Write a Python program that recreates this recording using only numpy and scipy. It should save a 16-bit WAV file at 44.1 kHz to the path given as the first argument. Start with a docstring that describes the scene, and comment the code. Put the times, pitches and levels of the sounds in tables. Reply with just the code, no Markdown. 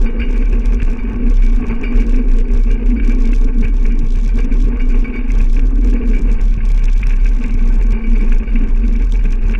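"""A bicycle rolls over packed snow, heard from a housing mounted on its handlebar.
From the start the rough track drives the mount into bouts of oscillation near 33 Hz, and stick-slip
friction makes its joint creak on the wide swings. Beneath this the housing rumbles, tyre and fork hum
and snow crunches through the frame. Within the first second loose metal jingles, fittings knock, the
joint snaps and a rut gives a thud; all recur irregularly. Near 6 s the tyre hum briefly rises in pitch."""
import sys
import numpy as np
from scipy import signal
from scipy.fft import rfft, irfft, next_fast_len
from scipy.io import wavfile
from scipy.ndimage import uniform_filter1d

SR = 44100
rng = np.random.default_rng(int(sys.argv[2]) if len(sys.argv) > 2 else 0)


def dump_mix(stems):
    """Bounce the given channels to the path in sys.argv[1] as a 16-bit WAV at rate SR."""
    frames = np.atleast_2d(stems).T  # one column per channel
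    limited = np.clip(frames, -1, 1)  # hard clip at full scale
    pcm = np.round(limited * 32767).astype(np.int16)
    wavfile.write(sys.argv[1], SR, pcm)


N = 422919


def from_db(db):
    """Decibels to amplitude ratio."""
    return 10 ** (np.asarray(db) / 20)


def rms_one(x):
    """Normalisation to unit rms."""
    return x / np.sqrt(np.mean(x ** 2) + 1e-20)


def in_time(rows):
    """Linear interpolation of (time, value) rows at every sample."""
    return np.interp(np.arange(N) / SR, *np.transpose(rows))


def drift(hz):
    """Low-passed Gaussian noise: a slow fluctuation of unit rms."""
    step, settling = 40, 2000
    pole = np.exp(-2 * np.pi * step * hz / SR)
    noise = rng.standard_normal(N // step + settling + 2)
    slow = signal.lfilter([1], [1, -2 * pole, pole * pole], noise)[settling:]
    return np.interp(np.arange(N) / step, np.arange(len(slow)), rms_one(slow))


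def coloured(x, spectrum):
    """Minimum-phase filtering to a given spectrum, by folding the cepstrum."""
    size = next_fast_len(N + SR, True) // 2 * 2
    hz, db = np.transpose(spectrum)
    grid = np.arange(size // 2 + 1) * SR / size
    gain = from_db(np.interp(np.log(grid + 1), np.log(hz), db))
    cepstrum = irfft(np.log(gain))
    cepstrum[1:size // 2] *= 2
    cepstrum[size // 2 + 1:] = 0
    return irfft(rfft(x, size) * np.exp(rfft(cepstrum)))[:N]


def cut(x, hz, kind, order=2):
    """Butterworth low- or high-pass."""
    return signal.sosfilt(signal.butter(order, hz, kind, fs=SR, output="sos"), x + 1e-18)


def resonance(x, hz, width):
    """A damped oscillator with unit gain at resonance."""
    r = np.exp(-np.pi * width / SR)
    feedback = [1, -2 * r * np.cos(2 * np.pi * hz / SR), r * r]
    return signal.lfilter(np.array([1, 0, -1]) * (1 - r * r) / 2, feedback, x + 1e-18)


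def body(force, modes):
    """Modal superposition: every contact drives each mode with a random strength and sign."""
    return sum(from_db(db) * resonance(force * rng.standard_normal(len(force)), hz, width)
               for hz, width, db in modes)


def grains(per_s, spread_db):
    """A Poisson process of impulses of uneven size."""
    sizes = from_db(spread_db * np.clip(rng.standard_normal(N), -2, 2))
    return (rng.random(N) < per_s / SR) * sizes


def fading(clicks, decay_s):
    """Exponential decay after each impulse."""
    return signal.lfilter([1], [1, -np.exp(-1 / (decay_s * SR))], clicks + 1e-18)


def evened(x, span_s):
    """Division by the running rms steadies the level and keeps finer detail."""
    size = int(span_s * SR)
    power = uniform_filter1d(uniform_filter1d(x ** 2, size), size)
    return x / np.sqrt(np.abs(power) + np.mean(x ** 2) / 100)


def blows(events, respond, peak_samples=480):
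    """Impulse responses, each scaled to the peak level of its event."""
    starts = [int(s * SR) for s, db in events]
    clicks = np.zeros(N)
    clicks[starts] = 1
    sound, gain = respond(clicks), np.zeros(N)
    for start, (s, db) in zip(starts, events):
        gain[start:] = from_db(db) / np.abs(sound[start:start + peak_samples]).max()
    return sound * gain


# Bouts of bouncing: (start [s], end [s], relative swing level [dB], relative creak level [dB])
BOUNCE_BOUTS = [(-0.054, 0.042, -8.0, -53), (0.244, 0.931, -10.5, -59.5), (1.215, 1.577, -9.0, -56),
                (1.625, 1.691, -11, -54), (1.918, 2.189, -8.5, -58.5), (2.244, 2.414, -8.5, -56.5),
                (2.476, 2.737, -9.0, -56), (2.819, 2.912, -9.5, -57.5), (2.988, 3.467, -10.0, -56),
                (3.527, 4.448, -11.0, -57), (4.485, 4.681, -9, -55.5), (4.767, 5.025, -9.5, -57.5),
                (5.258, 5.682, -9.5, -56.5), (5.703, 5.947, -10, -59.5), (6.035, 6.346, -9.5, -59),
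                (6.365, 6.562, -9, -56.5), (6.599, 7.928, -10, -56.5), (8.044, 8.388, -9, -60),
                (8.481, 8.804, -10, -62), (8.811, 9.366, -11.5, -58), (9.379, 9.528, -12, -59)]
def bouts(build_s=0.044, decay_s=0.055, creak_power=8.7):
    """Envelopes of a driven, damped oscillation and of its creak, which grows steeply with the swing."""
    t = np.arange(N) / SR
    swing, creaking = from_db(-16.5), from_db(-67.5)   # floors between bouts
    for start, end, swing_db, creak_db in BOUNCE_BOUTS:
        shape = np.clip((t - start) / build_s, 0, 1) * np.exp(-np.clip((t - end) / decay_s, 0, 10))
        swing = np.maximum(swing, from_db(swing_db) * shape)
        creaking = np.maximum(creaking, from_db(creak_db) * shape ** creak_power)
    return swing, creaking


# Bumps out of step that briefly check the swing: (time [s])
SWING_CHECKS = [0.631, 0.801, 0.959, 1.129, 1.651, 2.049, 5.071, 5.14, 6.201, 6.561, 7.02, 7.41, 7.48, 8.44,
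                8.68]
def bounce(level, hz=32.8, check_s=0.022, check_db=-10):
    """Resonance: the mount swings near its natural frequency, losing step when the swing is weak."""
    t = np.arange(N) / SR
    checked = sum(np.exp(-np.minimum(((t - s) / check_s) ** 2, 20)) for s in SWING_CHECKS)
    swing = level * from_db(0.65 + 0.8 * drift(12) + check_db * checked)
    weakness = np.clip(np.median(swing) / swing, 0, 2) ** 2
    rate = hz * (1 + 0.06 * drift(3) + 0.1 * weakness * drift(15))
    phase = 2 * np.pi * np.cumsum(rate) / SR
    return np.sqrt(2) * swing * np.sin(phase), phase


# Buffeting of the housing: (frequency [Hz], relative spectral density [dB])
BUFFET_SPECTRUM = [(18, 7.5), (45, 0.5), (62, -3.5), (80, -5.5), (105, -7), (130, -11.5), (180, -15),
                   (300, -23.5), (480, -29), (600, -36)]
def rumble(level, bumps):
    """Random forcing: bumps and passing air buffet the housing, more so when it swings widely."""
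    noise = coloured(rng.standard_normal(N), BUFFET_SPECTRUM)
    noise = cut(cut(noise, 546, "low", order=4), 22.2, "high")
    return from_db(-27.0 + 2.85 * bumps) * rms_one(evened(noise, span_s=0.12) * level ** 0.34)


# One slip of the plastic joint: (frequency [Hz], relative spectral density [dB])
SLIP_SPECTRUM = [(1500, -16), (3400, 0), (4400, -7.5), (5000, -5.5), (5800, -2), (6700, -7), (7400, -9),
                 (8700, -16), (10300, -18), (12000, -24.5), (15500, -29)]
def slips(clicks):
    """A brief release of friction radiates a broadband tick."""
    bursts = fading(clicks, decay_s=0.00024) * rng.standard_normal(N)
    return cut(coloured(bursts, SLIP_SPECTRUM), 1900, "high")


def hard_slips(clicks):
    """A hard slip has its energy at higher frequencies than a small one."""
    return cut(slips(clicks), 3800, "high")


def creak(level, creaking, phase, grip=4.2):
    """Stick-slip friction: the joint slips at both velocity peaks of a cycle, more one way."""
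    velocity = np.cos(phase)
    sliding = velocity ** 2 * (level / np.median(level)) * from_db(1.4 * velocity)
    looseness = from_db(4.4 * np.clip(drift(20.5), -2, 1))   # the joint grips and lets go by turns
    soft = cut(slips(grains(2600 * sliding, 10.2) * np.sqrt(sliding)), 11500, "low", order=3)
    # now and then a release sets off a dense run of hard slips
    releases = fading(grains(125 * sliding, 4.1), decay_s=0.0018)
    hard = hard_slips(grains(5000 * np.minimum(releases, 1), 7.0) * np.sqrt(releases))
    ticks = evened((soft + from_db(11.0) * hard) * looseness, span_s=0.14)
    # no run can release more than the joint's grip holds
    ticks = ticks / np.sqrt(1 + uniform_filter1d(ticks ** 2, size=130) / grip ** 2)
    return from_db(6.5 + 1.5 * drift(2.0)) * creaking * ticks


# Tyre resonances: (frequency [Hz], bandwidth [Hz], gain [dB])
TYRE_RESONANCES = [(228.9, 12.6, 4), (246.9, 16.5, -1.5)]
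# Glide of the hum: (time [s], relative pitch [ratio])
TYRE_GLIDE = [(5.3, 1.033), (5.75, 1.1), (6.3, 1)]
# Roughness of the snow, heard as tyre hum: (time [s], relative level [dB])
TYRE_LEVELS = [(0.0, -25.5), (0.6, -27), (0.95, -28.5), (1.28, -21), (1.37, -38), (1.49, -24.5),
               (2.22, -22), (2.31, -27.5), (2.8, -27.5), (2.93, -18.5), (3.2, -24.5), (3.3, -21),
               (3.38, -30), (3.65, -21), (3.75, -32.5), (3.96, -23.5), (4.12, -34), (4.42, -25),
               (5.22, -26), (5.47, -32.5), (5.8, -24), (6.05, -22), (6.75, -37), (7.25, -36), (7.38, -26.5),
               (7.9, -28.5), (8.08, -22.5), (8.51, -31.5), (8.57, -20), (8.77, -33), (8.88, -20),
               (9.08, -34.5), (9.5, -30), (9.59, -23)]
def tyre_hum(tread_force):
    """Forced vibration: tread blocks drumming on the snow excite the modes of the tyre."""
    hum = cut(cut(body(tread_force, TYRE_RESONANCES), 339, "low", order=4), 162, "high", order=3)
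    pitch = in_time(TYRE_GLIDE) + 0.01184 * drift(3.5)
    hum = np.interp(np.cumsum(pitch / pitch.mean()) - 1, np.arange(N), hum)   # resampling bends the pitch
    return from_db(in_time(TYRE_LEVELS) + 0.53) * evened(hum, span_s=0.098)


# Fork resonances: (frequency [Hz], bandwidth [Hz], gain [dB])
FORK_RESONANCES = [(288, 27, -16), (360, 96, -12), (400, 32, 1.5), (455.3, 33, 2), (480.4, 34, -7)]
# Swell of the fork's hum along the track: (time [s], relative level [dB])
FORK_LEVELS = [(0.0, -32), (1.1, -37), (1.28, -30.5), (1.35, -41.5), (1.8, -32), (3.55, -36), (4.22, -42.5),
               (4.4, -35.5), (5.16, -36), (5.5, -42.5), (6.03, -31), (6.76, -47.5), (8.07, -35.5),
               (9.2, -42), (9.59, -36.5)]
def fork_hum(tread_force):
    """Mechanical coupling: the same tread force excites the higher modes of the fork."""
    hum = cut(cut(body(tread_force, FORK_RESONANCES), 486, "low", order=7), 220, "high")
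    return from_db(in_time(FORK_LEVELS)) * evened(hum, span_s=0.18)


# Frame and handlebar resonances: (frequency [Hz], bandwidth [Hz], gain [dB])
FRAME_RESONANCES = [(613, 58, -1), (736, 36, -0.5), (876.5, 56, 2), (916, 45, -2), (1103.6, 39, 4.5),
                    (1143, 39, -1.5), (1247, 55, -4.5), (1540, 50, 0.5), (1633, 11, -3), (1795, 83, -8),
                    (1912, 15, -7.5)]
# Crunch along the track: (time [s], relative level [dB])
CRUNCH_LEVELS = [(0.05, -44), (0.21, -46), (1.12, -44.5), (1.4, -46.5), (1.78, -41), (2.45, -49),
                 (3.1, -46), (4.12, -49.5), (4.45, -46.5), (5.35, -44.5), (5.52, -49.5), (5.95, -45.5),
                 (6.8, -48.5), (8.0, -45), (9.3, -49.5), (9.59, -44)]
def crunch(bumps):
    """Structure-borne sound: snow crumbling under the tyres rings through the frame."""
    fractures = grains(1800, 5.7) * from_db(1.9 * bumps)
    frame = cut(body(fractures, FRAME_RESONANCES), 2200, "low", order=6)
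    return from_db(in_time(CRUNCH_LEVELS) + 2.03) * evened(frame, span_s=0.58)


def hiss():
    """Faint broadband noise of snow and air."""
    return from_db(-66.0) * rms_one(cut(rng.standard_normal(N), 5100, "low", order=3))


# Main modes of the small metal parts: (frequency [Hz], bandwidth [Hz], gain [dB])
METAL_RESONANCES = [(1520, 50, -9.5), (1624, 24, -8.5), (1936, 11, -10.5), (2216, 36, -9), (2278, 14, 3.5),
                    (2345, 11, 0), (2396, 70, -8), (2822, 10, -3)]
# Their thin upper partials: (frequency [Hz], bandwidth [Hz], gain [dB])
METAL_OVERTONES = [(3020, 9.7, -19.5), (3610, 17, -21), (4630, 32, -20.5), (5330, 150, -38),
                   (6835, 50, -42), (8380, 90, -45.5)]
def metal(force, bright_db):
    """Lightly damped, inharmonic modes give small metal parts their ring."""
    main = cut(cut(body(force, METAL_RESONANCES), 2800, "low", order=6), 1100, "high", order=3)
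    return main + from_db(bright_db) * body(force, METAL_OVERTONES)


# Jolts to the loose metal: (time [s], relative peak level [dB], decay time of the buzz [s])
METAL_JOLTS = [(0.058, -21, 0.0067), (0.195, -17.5, 0.033), (0.341, -24.5, 0.015), (0.979, -27, 0.027),
               (1.417, -27.5, 0.019), (1.69, -25, 0.011), (1.835, -15.5, 0.022), (1.972, -25, 0.028),
               (2.011, -26.5, 0.0018), (2.7, -22, 0.0051), (2.96, -25.5, 0.019), (3.029, -26, 0.01),
               (3.091, -23, 0.0087), (3.24, -27, 0.028), (3.625, -20, 0.026), (3.899, -28, 0.014),
               (4.289, -28.5, .007), (4.383, -22, 0.015), (4.515, -22, 0.0076), (4.794, -20.5, 0.011),
               (4.895, -26, 0.019), (5.04, -20, 0.013), (5.13, -24, .015), (5.152, -24, .025),
               (6.131, -21.5, 0.017), (6.776, -28.5, 0.0049), (7.588, -29, 0.0039), (7.91, -27.5, 0.055),
               (8.035, -25, 0.0053), (8.149, -25, 0.008), (8.19, -25, 0.012), (8.472, -26.5, 0.0063),
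               (8.556, -25.5, 0.012)]
def jingle(shake_db, rise_s=0.0018):
    """Forced, then free vibration: jolted metal buzzes on its seat and rings on; otherwise it stirs."""
    t, chinks = np.arange(SR // 3) / SR, np.zeros(N + SR)
    for s, db, buzz_s in METAL_JOLTS:
        force = (1 - np.exp(-t / rise_s)) * np.exp(-t / buzz_s)
        ring = metal(force, bright_db=0.27 * (db + 17.5))   # harder jolts are brighter
        start = int(s * SR)
        chinks[start:start + len(t)] += from_db(db) * ring / np.abs(ring).max()
    stirring = evened(metal(grains(60, 0.9), bright_db=0.5), span_s=0.23)
    return from_db(-2.5) * chinks[:N] + from_db(shake_db - 3.0) * stirring


# How hard the track shakes the fittings: (time [s], relative level [dB])
SHAKE_LEVELS = [(0.08, -48.5), (0.45, -42.5), (1.0, -46), (1.38, -45.5), (1.78, -42), (2.38, -47),
                (3.1, -46), (3.75, -49.5), (4.18, -49), (4.7, -47.5), (5.32, -43.5), (5.66, -53.5),
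                (5.94, -44), (6.74, -47.5), (7.1, -43), (7.8, -46), (8.18, -45.5), (9.2, -45),
                (9.58, -45.5)]
def shaking(jolt_db=6.5, decay_s=0.05):
    """Base excitation in dB: the track shakes the frame, and each jolt adds a decaying transient."""
    s, db, _ = np.transpose(METAL_JOLTS)
    clicks = np.zeros(N)
    clicks[(s * SR).astype(int)] = from_db(db - db.max())
    jolts = np.minimum(fading(clicks, decay_s), 1)
    return in_time(SHAKE_LEVELS) + jolt_db * (jolts - jolts.mean())


# Cable and lever resonances: (frequency [Hz], bandwidth [Hz], gain [dB])
FITTING_RESONANCES = [(1608, 155, -8), (2133, 140, -9.5), (2297, 100, -5), (2497, 97, -5),
                      (2686, 120, -8.5), (3670, 370, -20)]
def fittings(clicks, rise_s, decay_s):
    """A contact force builds and lets go; heavily damped cables and levers answer with a dry clack."""
    force = fading(fading(clicks, rise_s), decay_s)
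    return cut(cut(body(force, FITTING_RESONANCES), 2900, "low", order=7), 1100, "high")


def chatter(shake_db, bumps):
    """Intermittent contact: loose fittings tap all along, more often on bumps."""
    taps = fittings(grains(380 * from_db(3.5 * bumps), 1.4), rise_s=0.00046, decay_s=0.0014)
    return from_db(shake_db + 0.73 + 0.59 * drift(11.0)) * evened(taps, span_s=0.19)


# Fittings striking the handlebar: (time [s], relative peak level [dB])
FITTING_KNOCKS = [(0.2154, -15), (0.722, -27), (0.799, -18), (0.818, -18), (2.1416, -22.5), (2.9974, -17),
                  (3.3285, -18.5), (3.6498, -19), (3.851, -19), (5.3003, -18), (5.4031, -19),
                  (5.564, -21.5), (5.5917, -17.5), (6.604, -23), (6.8803, -21), (7.0284, -11.5),
                  (7.104, -17), (7.1331, -21), (7.2548, -18.5), (7.439, -18), (8.319, -16), (8.555, -18),
                  (9.2522, -19.5), (9.327, -23.5), (9.4938, -19.5), (9.5364, -18), (9.548, -13.5)]
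def knocks():
    """Impact excitation: larger bumps throw the fittings into harder, longer contact."""
    strikes = blows(FITTING_KNOCKS, lambda clicks: fittings(clicks, rise_s=0.0005, decay_s=0.0047))
    return from_db(-4.0) * strikes


# Sharp slips of the joint: (time [s], relative peak level [dB])
JOINT_SNAPS = [(0.378, -33), (0.6579, -28), (0.745, -30.5), (0.8305, -30.5), (1.9764, -38.5), (4.6239, -31),
               (5.3183, -27), (6.6523, -31.5), (6.8423, -28), (6.8553, -27), (7.0694, -27), (7.4383, -28.5),
               (9.1219, -24.5)]
def snaps():
    """A single stick-slip release gives an isolated, bright transient."""
    return from_db(1.0) * blows(JOINT_SNAPS, lambda clicks: hard_slips(fading(clicks, decay_s=0.0011)))


# The wheel drops over a rut: (time [s], relative peak level [dB])
RUT_DROPS = [(0.826, -8), (3.646, -8), (4.645, -10), (5.416, -11), (6.574, -8), (7.546, -8), (9.447, -11.5)]
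def thuds():
    """Impulse response: each rut pushes one low, quickly damped mode of the frame."""
    drops = blows(RUT_DROPS, lambda clicks: cut(resonance(clicks, 71.4, width=32), 260, "low", order=3))
    return from_db(-4.0) * drops


def scene():
    """Superposition at the handlebar; the same small bumps modulate rumble, tyres and chatter."""
    level, creaking = bouts()
    shake_db, bumps = shaking(), drift(20)
    swing, phase = bounce(level)
    mount = swing + rumble(level, bumps) + creak(level, creaking, phase) + snaps()
    tread_force = grains(2500, 1.9) * from_db(3.36 * bumps)
    rolling = tyre_hum(tread_force) + fork_hum(tread_force) + crunch(bumps) + hiss() + thuds()
    loose_parts = chatter(shake_db, bumps) + knocks() + jingle(shake_db)
    return (mount + rolling + loose_parts)[None]


def record(dry, cutoff_hz=15800):
    """Band limiting: a steep elliptic low-pass removes the highest treble."""
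    return signal.sosfilt(signal.ellip(10, 0.1, 80, cutoff_hz, fs=SR, output="sos"), dry)


dry = scene()
out = record(dry)
dump_mix(out)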